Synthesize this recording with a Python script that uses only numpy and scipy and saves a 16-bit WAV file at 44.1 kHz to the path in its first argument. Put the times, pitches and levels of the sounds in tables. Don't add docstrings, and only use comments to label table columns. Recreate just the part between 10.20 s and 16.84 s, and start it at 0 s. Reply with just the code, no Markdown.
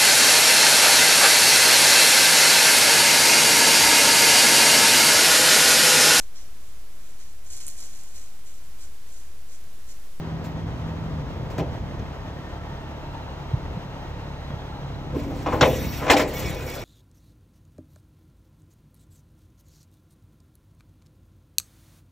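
import sys
import numpy as np
from scipy import signal
from scipy.fft import rfft, irfft, next_fast_len
from scipy.io import wavfile

SR = 44100
rng = np.random.default_rng(int(sys.argv[2]) if len(sys.argv) > 2 else 0)


def bounce(signal):
    frames = np.transpose(np.atleast_2d(signal))
    limited = np.clip(frames, -1, 1)
    pcm = np.round(limited * 32767).astype(np.int16)
    wavfile.write(sys.argv[1], SR, pcm)


N = 292824
TIME = np.arange(N) / SR
EDGES_HZ = 22 * 2 ** (np.arange(30) / 3.05)
CENTRES_HZ = np.sqrt(EDGES_HZ[1:] * EDGES_HZ[:-1])

# frequency in Hz, relative spectral density in dB.
FRAME_SPECTRUM = [(22, -50), (80, 11), (170, -6.5), (280, 0.5), (550, 3), (900, 1), (1400, 0.5),
                  (2300, -3.5), (3500, -5), (4700, -23.5), (5600, -5.5), (8000, -18.5), (11000, -35),
                  (16000, -41)]
# frequency in Hz, bandwidth in Hz, gain in dB.
STEEL_MODES = [(160, 12, 3), (245, 10, 4), (287, 10, 8), (324, 10, 1), (376, 24, -3), (444, 8, 1),
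               (494, 14, 3), (517, 16, 6), (617, 22, 0), (688, 16, 1), (790, 20, 4), (865, 20, 1),
               (1012, 30, 8), (1104, 16, 0), (1257, 18, 1), (1381, 18, -2), (1431, 20, 0), (1632, 12, -1),
               (1765, 30, 0), (1882, 22, 1), (2030, 24, 1), (2111, 20, 0), (2180, 30, 0), (2356, 26, 3),
               (2480, 30, 3), (2620, 30, 1), (2872, 30, 0), (2935, 30, 1), (3490, 70, 5), (3800, 70, 3),
               (4220, 60, 2), (4533, 40, 2), (5450, 200, 3), (7000, 40, 7)]
# start in seconds; the crack's level in dB, pitch in Hz and
# treble corner in Hz; the body's level in dB, pitch in Hz, boom in dB, length factor and delay in
# seconds; the rebound's delay in seconds and loss in dB; the settling delay in seconds.
SLAMS = [(1.380, -28.5, 1500, 8000, -20, 536, 16.5, 0.39, 0.00404, 0.015, 3, 0.023),
         (5.41, -7, 4200, 7200, -13, 540, 13, 0.69, 0.00518, .0175, 0.5, .046),
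         (5.899, -4, 2420, 4340, -7, 850, -4, 0.4, .002, 0.026, 20, 0.038)]


def from_db(db):
    return 10 ** (np.asarray(db) / 20)


def unit_power(x):
    return x / np.sqrt(np.mean(x ** 2) + 1e-20)


def at_hz(points, hz):
    frequencies, values = np.transpose(points)
    return np.interp(np.log(hz), np.log(frequencies), values)


def drift(rate):
    knots = rng.standard_normal(int(N / SR * 400))
    return unit_power(np.interp(TIME * rate, np.arange(len(knots)), knots))


def envelope(start, attack, hold, fade_db_per_s):
    t = TIME - start
    return np.clip(t / attack, 0, 1) * from_db(-fade_db_per_s * np.maximum(t - attack - hold, 0))


def swell(peak_s, half_width_s):
    return np.exp(-((TIME - peak_s) / half_width_s) ** 2)


def ring(force, hz, t60):
    r, w = from_db(-60 / (t60 * SR)), 2 * np.pi * hz / SR
    return signal.lfilter([0, np.sin(w)], [1, -2 * r * np.cos(w), r * r], force + 1e-18)


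def resonance(x, hz, width_hz):
    r, w = np.exp(-np.pi * width_hz / SR), 2 * np.pi * hz / SR
    zeros = np.array([1, 0, -1]) * (1 - r * r) / 2
    return signal.lfilter(zeros, [1, -2 * r * np.cos(w), r * r], x + 1e-18)


def pitched_noise(hz, width_hz):
    return unit_power(resonance(resonance(rng.standard_normal(N), hz, width_hz), hz, width_hz))


def noise_bands(correlation):
    white, bands = rng.standard_normal((2, 2, N)), []
    for k, hz in enumerate(CENTRES_HZ):
        bandpass = signal.butter(2, EDGES_HZ[k:k + 2], "band", fs=SR, output="sos")
        mid, side = signal.sosfilt(bandpass, white[k % 2])
        alike = np.clip(at_hz(correlation, hz), 0, 1)
        bands.append(unit_power(np.sqrt(1 + alike) * mid + np.sqrt(1 - alike) * side * [[1], [-1]]))
    return np.array(bands, np.float32)


def band_gains(spectrum):
    gain = from_db(at_hz(spectrum, CENTRES_HZ)) * np.sqrt(CENTRES_HZ)
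    return gain / np.linalg.norm(gain)


def coloured(bands, spectrum):
    return np.tensordot(band_gains(spectrum).astype(np.float32), bands, 1)


def ports(x, phase_lead):
    size = next_fast_len(N + 2048)
    lead = np.interp(np.arange(size // 2 + 1) * SR / size, *np.transpose(phase_lead))
    return irfft(rfft(x, size) * np.exp(.5j * lead * np.array([[1], [-1]])), size)[:, :N]


def whines(fade_s=0.019, surge_db=2):
    # start and end in seconds, frequency and bandwidth in Hz, level in dB.
    whine_bands = [(1.8, 5.2, 870, 120, -57), (3.6, 5.0, 838, 45, -55), (1.8, 5.0, 1340, 45, -59),
                   (1.7, 2.7, 1820, 70, -60), (2.5, 4.2, 2710, 45, -63), (2.5, 4.9, 2850, 55, -66),
                   (2.0, 4.9, 3640, 110, -68), (2.8, 4.9, 4020, 80, -62.5), (4.25, 4.55, 3300, 90, -60)]
    out = np.zeros(N)
    for start, end, hz, width_hz, db in whine_bands:
        gate = np.clip(np.minimum(TIME - start, end - TIME) / fade_s, 0, 1)
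        out += pitched_noise(hz, width_hz) * from_db(db + surge_db * drift(5.9)) * gate
    return out


def rolling(end_s=1.82, fade_db_per_s=61):
    return from_db(-fade_db_per_s * np.maximum(TIME - end_s, 0))


def rumble(bands, firing_phase, idle_db=-42, rolling_db=-34.5, throb=0.39):
    # frequency in Hz, relative spectral density in dB.
    spectrum = [(22, -60), (35, -12.5), (65, 0.5), (100, 0), (150, -3), (210, -9.5), (300, -14.5),
                (450, -21.5), (900, -56), (16000, -102)]
    # peak time in seconds, level in dB, half-width in seconds.
    sways = [(3.477, -38.5, 0.14), (5.043, -38.5, 0.41), (5.596, -28.5, 0.22), (6.265, -29, 0.078)]
    sway_power = sum((from_db(db) * swell(s, width)) ** 2 for s, db, width in sways)
    level = np.sqrt(from_db(idle_db) ** 2 + (from_db(rolling_db) * rolling()) ** 2 + sway_power)
    return level * coloured(bands, spectrum) * (1 + throb * np.cos(firing_phase))


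def clatter(bands, firing_phase, level_db=-39.5, rolling_db=0.5, uneven_db=0.7, knock=0.12):
    # frequency in Hz, relative spectral density in dB.
    spectrum = [(22, 12), (200, -5.5), (400, -0.5), (600, 1.5), (900, -1), (1300, -5.5), (2200, -13.5),
                (3400, -15), (4600, -21), (6200, -24), (8000, -34.5), (11000, -31.5), (16000, -36.5)]
    # frequency in Hz, bandwidth in Hz, gain in dB.
    panels = [(685, 17, -9), (907, 50, -4), (1176, 13, -20), (1870, 42, -2.5), (2150, 97, -10),
              (3230, 330, -14)]
    noise = from_db(level_db + rolling_db * rolling() + uneven_db * drift(35)) * coloured(bands, spectrum)
    lows = signal.sosfilt(signal.butter(1, 1500, fs=SR, output="sos"), noise)
    drive = noise + knock * np.cos(firing_phase) * lows
    ringing = sum(from_db(db + 2.9 * drift(4.1)) * resonance(drive, hz, width) for hz, width, db in panels)
    return drive + ringing


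def exhaust(firing_phase, level_db=-41, push_db=5, waver_db=2.5, jitter_radians=0.23):
    # multiple of the firing rate, relative level in dB at idle and with the clutch pulling.
    harmonics = [(1, -3.5, -19), (2, 1.5, 1), (3, -3, -1), (4, 1, 8), (5, -5.5, -7.5), (6, -27, -4),
                 (7, -9.5, -5.5), (8, -10.5, -14), (9, -13, -25)]
    clutch_out_s, clutch_fade_s = 1.46, 0.16
    pull = np.clip((clutch_out_s - TIME) / clutch_fade_s + .5, 0, 1)
    tones = np.zeros(N)
    for k, idle_db, pull_db in harmonics:
        gain = from_db(idle_db + (pull_db - idle_db) * pull + waver_db * drift(14))
        phase = round(k) * firing_phase + rng.uniform(0, 2 * np.pi) + jitter_radians * drift(15)
        tones += gain * np.cos(phase)
    push = swell(peak_s=5.13, half_width_s=0.55)
    return tones * from_db(level_db + push_db * push)


def tractor():
    # time in seconds, firings per second.
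    firing_rate = [(0, 40.3), (.9, 40.8), (1.05, 34.5), (1.27, 27.8), (1.55, 36), (3, 35.5), (6.6, 34.7)]
    # frequency in Hz, correlation from 0 to 1.
    correlation = [(60, .9), (130, .82), (300, .86), (700, .7), (2000, .6), (4000, .5), (7000, .6),
                   (9000, .997), (11000, .997), (16000, .85)]
    firing_phase = 2 * np.pi * np.cumsum(np.interp(TIME, *np.transpose(firing_rate))) / SR
    bands = noise_bands(correlation)
    return rumble(bands, firing_phase) + clatter(bands, firing_phase) + exhaust(firing_phase)


def thumps(right_bias_db=0.5):
    # peak time in seconds, level in dB, frequency in Hz, half-width in seconds.
    pulses = [(1.416, -24, 164, 0.022), (1.625, -28, 177, 0.0034), (3.34, -10, 107, 0.0054),
              (3.51, -24, 72, 0.016), (3.556, -28, 123, 0.016), (3.574, -24, 177, 0.0053),
              (4.305, -22, 198, 0.0021), (4.339, -24, 115, 0.0084)]
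    pressure = sum(from_db(db) * swell(s, width) * np.sin(2 * np.pi * hz * (s - TIME))
                   for s, db, hz, width in pulses)
    return pressure * from_db([[-right_bias_db / 2], [right_bias_db / 2]])


def shaking(attack_s=0.0053, fade_db_per_s=35):
    # start in seconds, level in dB.
    jolts = [(4.95, -59), (5.41, -47), (6.14, -42), (6.46, -46.5)]
    return np.sqrt(sum((from_db(db) * envelope(s, attack_s, 0, fade_db_per_s)) ** 2 for s, db in jolts))


def jangle(touches_per_s=90, gain_db=5, mistune=0.0027):
    # frequency in Hz, relative level in dB, 60 dB decay time in seconds.
    modes = [(1930, 2.5, 0.24), (2255, 6, 0.24), (2484, 0.5, 0.18), (2654, -5.5, .12), (2850, -4.5, .12),
             (3040, -12, 0.19), (3240, -19, .06), (3430, 3.5, 0.13), (3790, -2.5, 0.089), (5300, -12, 0.11),
             (5280, -6, 0.13), (5580, -0.5, 0.24), (5782, -16, .08), (5820, -1, 0.34), (6616, -27, .1)]
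    force = (rng.random(N) < touches_per_s / SR) * shaking()
    rings = sum(from_db(db) * ring(force * rng.standard_normal(N), hz * pitch, t60) / np.sqrt(t60)
                for hz, db, t60 in modes for pitch in (1 - mistune / 2, 1 + mistune / 2))
    return from_db(gain_db) * rings / np.sqrt(touches_per_s)


def singing(waver_db=5.0, waver_radians=0.45):
    # frequency in Hz, relative level in dB.
    tones = [(2229, -4.5), (2480, -12), (3456, -13), (5911, -13.5)]
    return shaking() * sum(from_db(db + waver_db * drift(18))
                           * np.sin(2 * np.pi * hz * TIME + waver_radians * drift(25)) for hz, db in tones)


def chain_links(gain_db=-11, tilt_db_per_octave=5.5, count=64, touches_per_s=120, lowest_hz=2800):
    out = np.zeros(N)
    touches = np.flatnonzero(rng.random(N) < touches_per_s / SR)
    shake = shaking()[touches]
    for hz in np.geomspace(lowest_hz, 15000, count) * rng.uniform(.98, 1.02, count):
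        force, octaves = np.zeros(N), np.log2(hz / lowest_hz)
        force[touches] = shake * rng.standard_normal(len(touches))
        t60 = .06 * .5 ** (octaves / 2)
        out += ring(force, hz, t60) * from_db(tilt_db_per_octave * octaves) / np.sqrt(t60)
    return from_db(gain_db + 2 * drift(47)) * out / np.sqrt(touches_per_s)


def sizzle(level_db=-46, count=14, width_hz=110):
    centres_hz = np.linspace(12300, 15200, count) + rng.normal(0, 70, count)
    flicker = sum(resonance(rng.standard_normal(N), hz, width_hz) * from_db(5 * drift(28))
                  for hz in centres_hz)
    return from_db(level_db) * unit_power(flicker)


def valve(flutter_db=4.0):
    # frequency in Hz, bandwidth in Hz, level in dB.
    cavities = [(2200, 150, -60), (2520, 150, -59), (2940, 120, -65), (3730, 130, -53.5),
                (5500, 150, -53.5), (5680, 86, -53.5), (6140, 150, -56.5)]
    return sum(from_db(db + flutter_db * drift(30)) * pitched_noise(hz, width_hz)
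               for hz, width_hz, db in cavities)


def air(bands, jet_gain_db=1.5, jet_fade_db_per_s=154, patchy_db=2.5, pivot_hz=12000):
    # frequency in Hz, relative spectral density in dB.
    spectrum = [(22, -42), (1000, 8.5), (2200, 13), (3600, 4.5), (4700, 7.5), (5700, 1), (7200, 4),
                (9000, 2.5), (12000, -8), (14000, -1), (16000, 0)]
    # start in seconds, level in dB, hold in seconds, tilt in dB per octave.
    jets = [(4.93, -53.5, 0.55, 0), (5.242, -52, 0.15, -1), (5.417, -41, 0.33, 0.5), (5.8, -45.5, 0.87, 0)]
    # start in seconds, level in dB, tilt in dB per octave, fade in dB per second.
    spits = [(.24, -47.5, 1, 315), (1.3, -50, -0.5, 400), (1.379, -41, 1.5, 800), (5.328, -39, 18, 327),
             (5.475, -33, 20, 253), (5.725, -42, -1, 327), (5.899, -23, -2.5, 396), (5.965, -25.5, 0, 700),
             (5.997, -31, -2, 450), (6.075, -36.5, 4, 329), (6.134, -32, 13, 325), (6.188, -32, 5, 327),
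             (6.468, -44, 19, 327)]
    flutter = from_db(jet_gain_db - 0.5 * drift(55) - 2.5 * drift(14))
    flows = [(from_db(db) * flutter * envelope(s, 0.038, hold, jet_fade_db_per_s), tilt)
             for s, db, hold, tilt in jets]
    flows += [(from_db(db) * envelope(s, 0.0022, 0.017, fade), tilt) for s, db, tilt, fade in spits]
    powers = np.array([flow ** 2 for flow, _ in flows])
    tilts = np.array([tilt for _, tilt in flows])
    hiss = np.zeros((2, N))
    for band, gain, hz in zip(bands, band_gains(spectrum), CENTRES_HZ):
        if hz > 1000:
            power = from_db(tilts * np.log2(hz / pivot_hz)) ** 2 @ powers
            hiss += band * (gain * np.sqrt(power) * from_db(patchy_db * drift(35)))
    strongest_jet = envelope(5.412, attack=0.011, hold=0.35, fade_db_per_s=jet_fade_db_per_s)
    return hiss + (sizzle() + valve()) * strongest_jet


def contacts():
    # start in seconds, level in dB, treble corner in Hz,
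    # boom in dB, length factor, favoured pitch in Hz. The slams add rows of the same form.
    knocks = [(.245, -42.5, 14000, -8, 0.7, 4540), (1.297, -34.5, 1500, -5, 2.2, 560),
              (1.398, -28, 1100, 8, 0.45, 520), (1.793, -38, 12000, -3, 0.19, 4500),
              (3.572, -41, 400, 4, 0.4, 280), (4.304, -26.5, 800, -5, 0.3, 326),
              (4.935, -25.5, 510, 10, 0.94, 450), (4.956, -20, 450, 9, 0.34, 302),
              (5.05, -32, 300, 18, 3.7, 278), (5.105, -29, 560, 12, 0.64, 535),
              (5.261, -19, 2230, 7, 1.15, 1070), (5.321, -21, 1950, 12, 1.4, 980),
              (5.818, -32, 1500, 16, 0.69, 646), (5.88, -15.5, 2600, -10, 1.75, 1800),
              (5.967, -17, 12000, -19, 0.55, 2620), (5.9945, -13, 9100, -1, 0.44, 463),
              (6.012, -28, 900, 15, 1.9, 420), (6.195, -26.5, 704, -1.5, 5.5, 420),
              (6.285, -46, 600, 1, 1.5, 480), (6.48, -31, 480, -11, 15, 473)]
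    rows = list(knocks)
    for (s, crack_db, crack_hz, corner_hz, body_db, body_hz, boom_db, length,
         body_s, rebound_s, loss_db, settle_s) in SLAMS:
        body_corner_hz = 1240 * 2 ** (body_db / 23)
        crack = (s, crack_db, corner_hz, -3, 0.59, crack_hz)
        body = (s + body_s, body_db, body_corner_hz, boom_db, length, body_hz)
        rebound = (s + rebound_s, crack_db - loss_db, corner_hz * 0.41, 0, 0.52, 2240)
        settling = (s + settle_s, body_db - 1, 650, -5, 0.35, 283)
        rows += [crack, body, rebound, settling]
    return rows


def blow_colour(hz, corner_hz, boom_db, favoured_hz, boom_hz=330, slope=1.66):
    hollow_db = 6 * np.exp(-(np.log2(hz / favoured_hz) / .36) ** 2)
    floor_db = boom_db / (1 + (hz / boom_hz) ** 2)
    return from_db(hollow_db + floor_db) / np.sqrt(1 + (hz / corner_hz) ** (2 * slope))


def scrape(hz, length_s=0.096, end_db=-10, growth_db=21, judder_db=2):
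    to_go = (SLAMS[-1][0] - TIME) / length_s
    sliding = (to_go > 0) * (to_go < 1)
    level = from_db(end_db - growth_db * np.clip(to_go, 0, 1) ** 0.5 + judder_db * drift(220)) * sliding
    return (blow_colour(hz, corner_hz=2000, boom_db=0, favoured_hz=590) * level) ** 2


def impact_power(hz, tail_db=-27, tail_t60=0.36):
    # frequency in Hz, 60 dB decay time in seconds.
    decay_times = [(60, 0.1), (280, 0.73), (600, 0.74), (1200, 0.2), (2500, 0.26), (6000, 0.23),
                   (16000, 0.049)]
    power, t = np.zeros((len(hz), N)), TIME[:SR]
    t60 = at_hz(decay_times, hz)
    tail = from_db(tail_db - 60 * t / tail_t60) ** 2
    for s, blow_db, corner_hz, boom_db, length, favoured_hz in contacts():
        start = round(s * SR)
        rise_s = 0.0016 * length ** 0.9 * 2 ** (-blow_db / 24)
        fade = from_db(-60 * t / (t60 * length)) ** 2 + tail
        strength = from_db(blow_db) * blow_colour(hz, corner_hz, boom_db, favoured_hz)
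        blow = strength ** 2 * fade * np.minimum(t / rise_s, 1)
        power[:, start:start + SR] += blow[:, :N - start]
    return power


def coupling(bands, gain_db=-8.0, chatter_db=0.5, patchy_db=2.5, left_db=3.0, left_hz=900):
    chatter = chatter_db * drift(300)
    powers = scrape(CENTRES_HZ[:, None]) + impact_power(CENTRES_HZ[:, None])
    leans_db = left_db * np.exp(-np.log2(CENTRES_HZ / left_hz) ** 2)
    crash = np.zeros((2, N))
    for band, gain, power, lean in zip(bands, band_gains(FRAME_SPECTRUM), powers, leans_db):
        level = gain * np.sqrt(power) * from_db(chatter + patchy_db * drift(150))
        crash += band * level * from_db([[lean / 2], [-lean / 2]])
    rings = sum(from_db(db) * resonance(crash, hz, width_hz) for hz, width_hz, db in STEEL_MODES)
    return from_db(gain_db) * (crash + rings)


def clang(gain_db=-25, scatter_db=0.5):
    s, blow_db, corner_hz, boom_db, _, favoured_hz = np.transpose(contacts())
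    out = np.zeros(N)
    for hz, width_hz, db in STEEL_MODES:
        strength_db = blow_db + db + at_hz(FRAME_SPECTRUM, hz) + scatter_db * rng.standard_normal(len(s))
        strength = from_db(strength_db) * blow_colour(hz, corner_hz, boom_db, favoured_hz)
        force = np.zeros(N)
        force[(s * SR).astype(int)] = strength * rng.choice([-1, 1], len(s))
        out += ring(force, hz, t60=np.log(1000) / (np.pi * width_hz))
    return from_db(gain_db) * out


def scene():
    # frequency in Hz, correlation from 0 to 1.
    correlation = [(60, .95), (300, .96), (800, .9), (1700, .96), (3500, .8), (6000, .85), (9000, .997),
                   (11000, .997), (16000, .93)]
    # frequency in Hz, phase in radians.
    coupling_lead = [(20, 0), (400, .1), (860, .45), (1700, .1), (4100, .5), (4650, 1.3), (5050, 5.7),
                     (6200, 6.4), (7200, 7.5), (8500, 8.6), (9300, 9.35), (11000, 9.5), (12200, 10.6),
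                     (14000, 12.1), (16000, 12.6)]
    tractor_lead = [(20, 0), (300, .25), (1300, 1.1), (2200, 1.4), (3200, 2.3), (5200, 2.4), (6400, 1.0),
                    (8200, 2.1), (9200, 3.05), (11600, 3.25), (14000, 5.6), (16000, 6.2)]
    bands = noise_bands(correlation)
    near = coupling(bands) + clang()
    near += air(bands[:, :, ::-1])
    near += jangle() + singing() + chain_links() + thumps()
    return ports(near, coupling_lead) + ports(tractor() + whines(), tractor_lead)


def record(dry, bass_hz=30, dull_hz=15000, cutoff_hz=15750, ceiling=1.4):
    dry = signal.sosfilt(signal.butter(8, bass_hz, "high", fs=SR, output="sos"), dry)
    dry = signal.sosfilt(signal.butter(6, dull_hz, fs=SR, output="sos"), dry)
    rounded = ceiling * np.tanh(dry / ceiling)
    return signal.sosfilt(signal.ellip(14, .1, 80, cutoff_hz, fs=SR, output="sos"), rounded)


dry = scene()
out = record(dry)
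bounce(out)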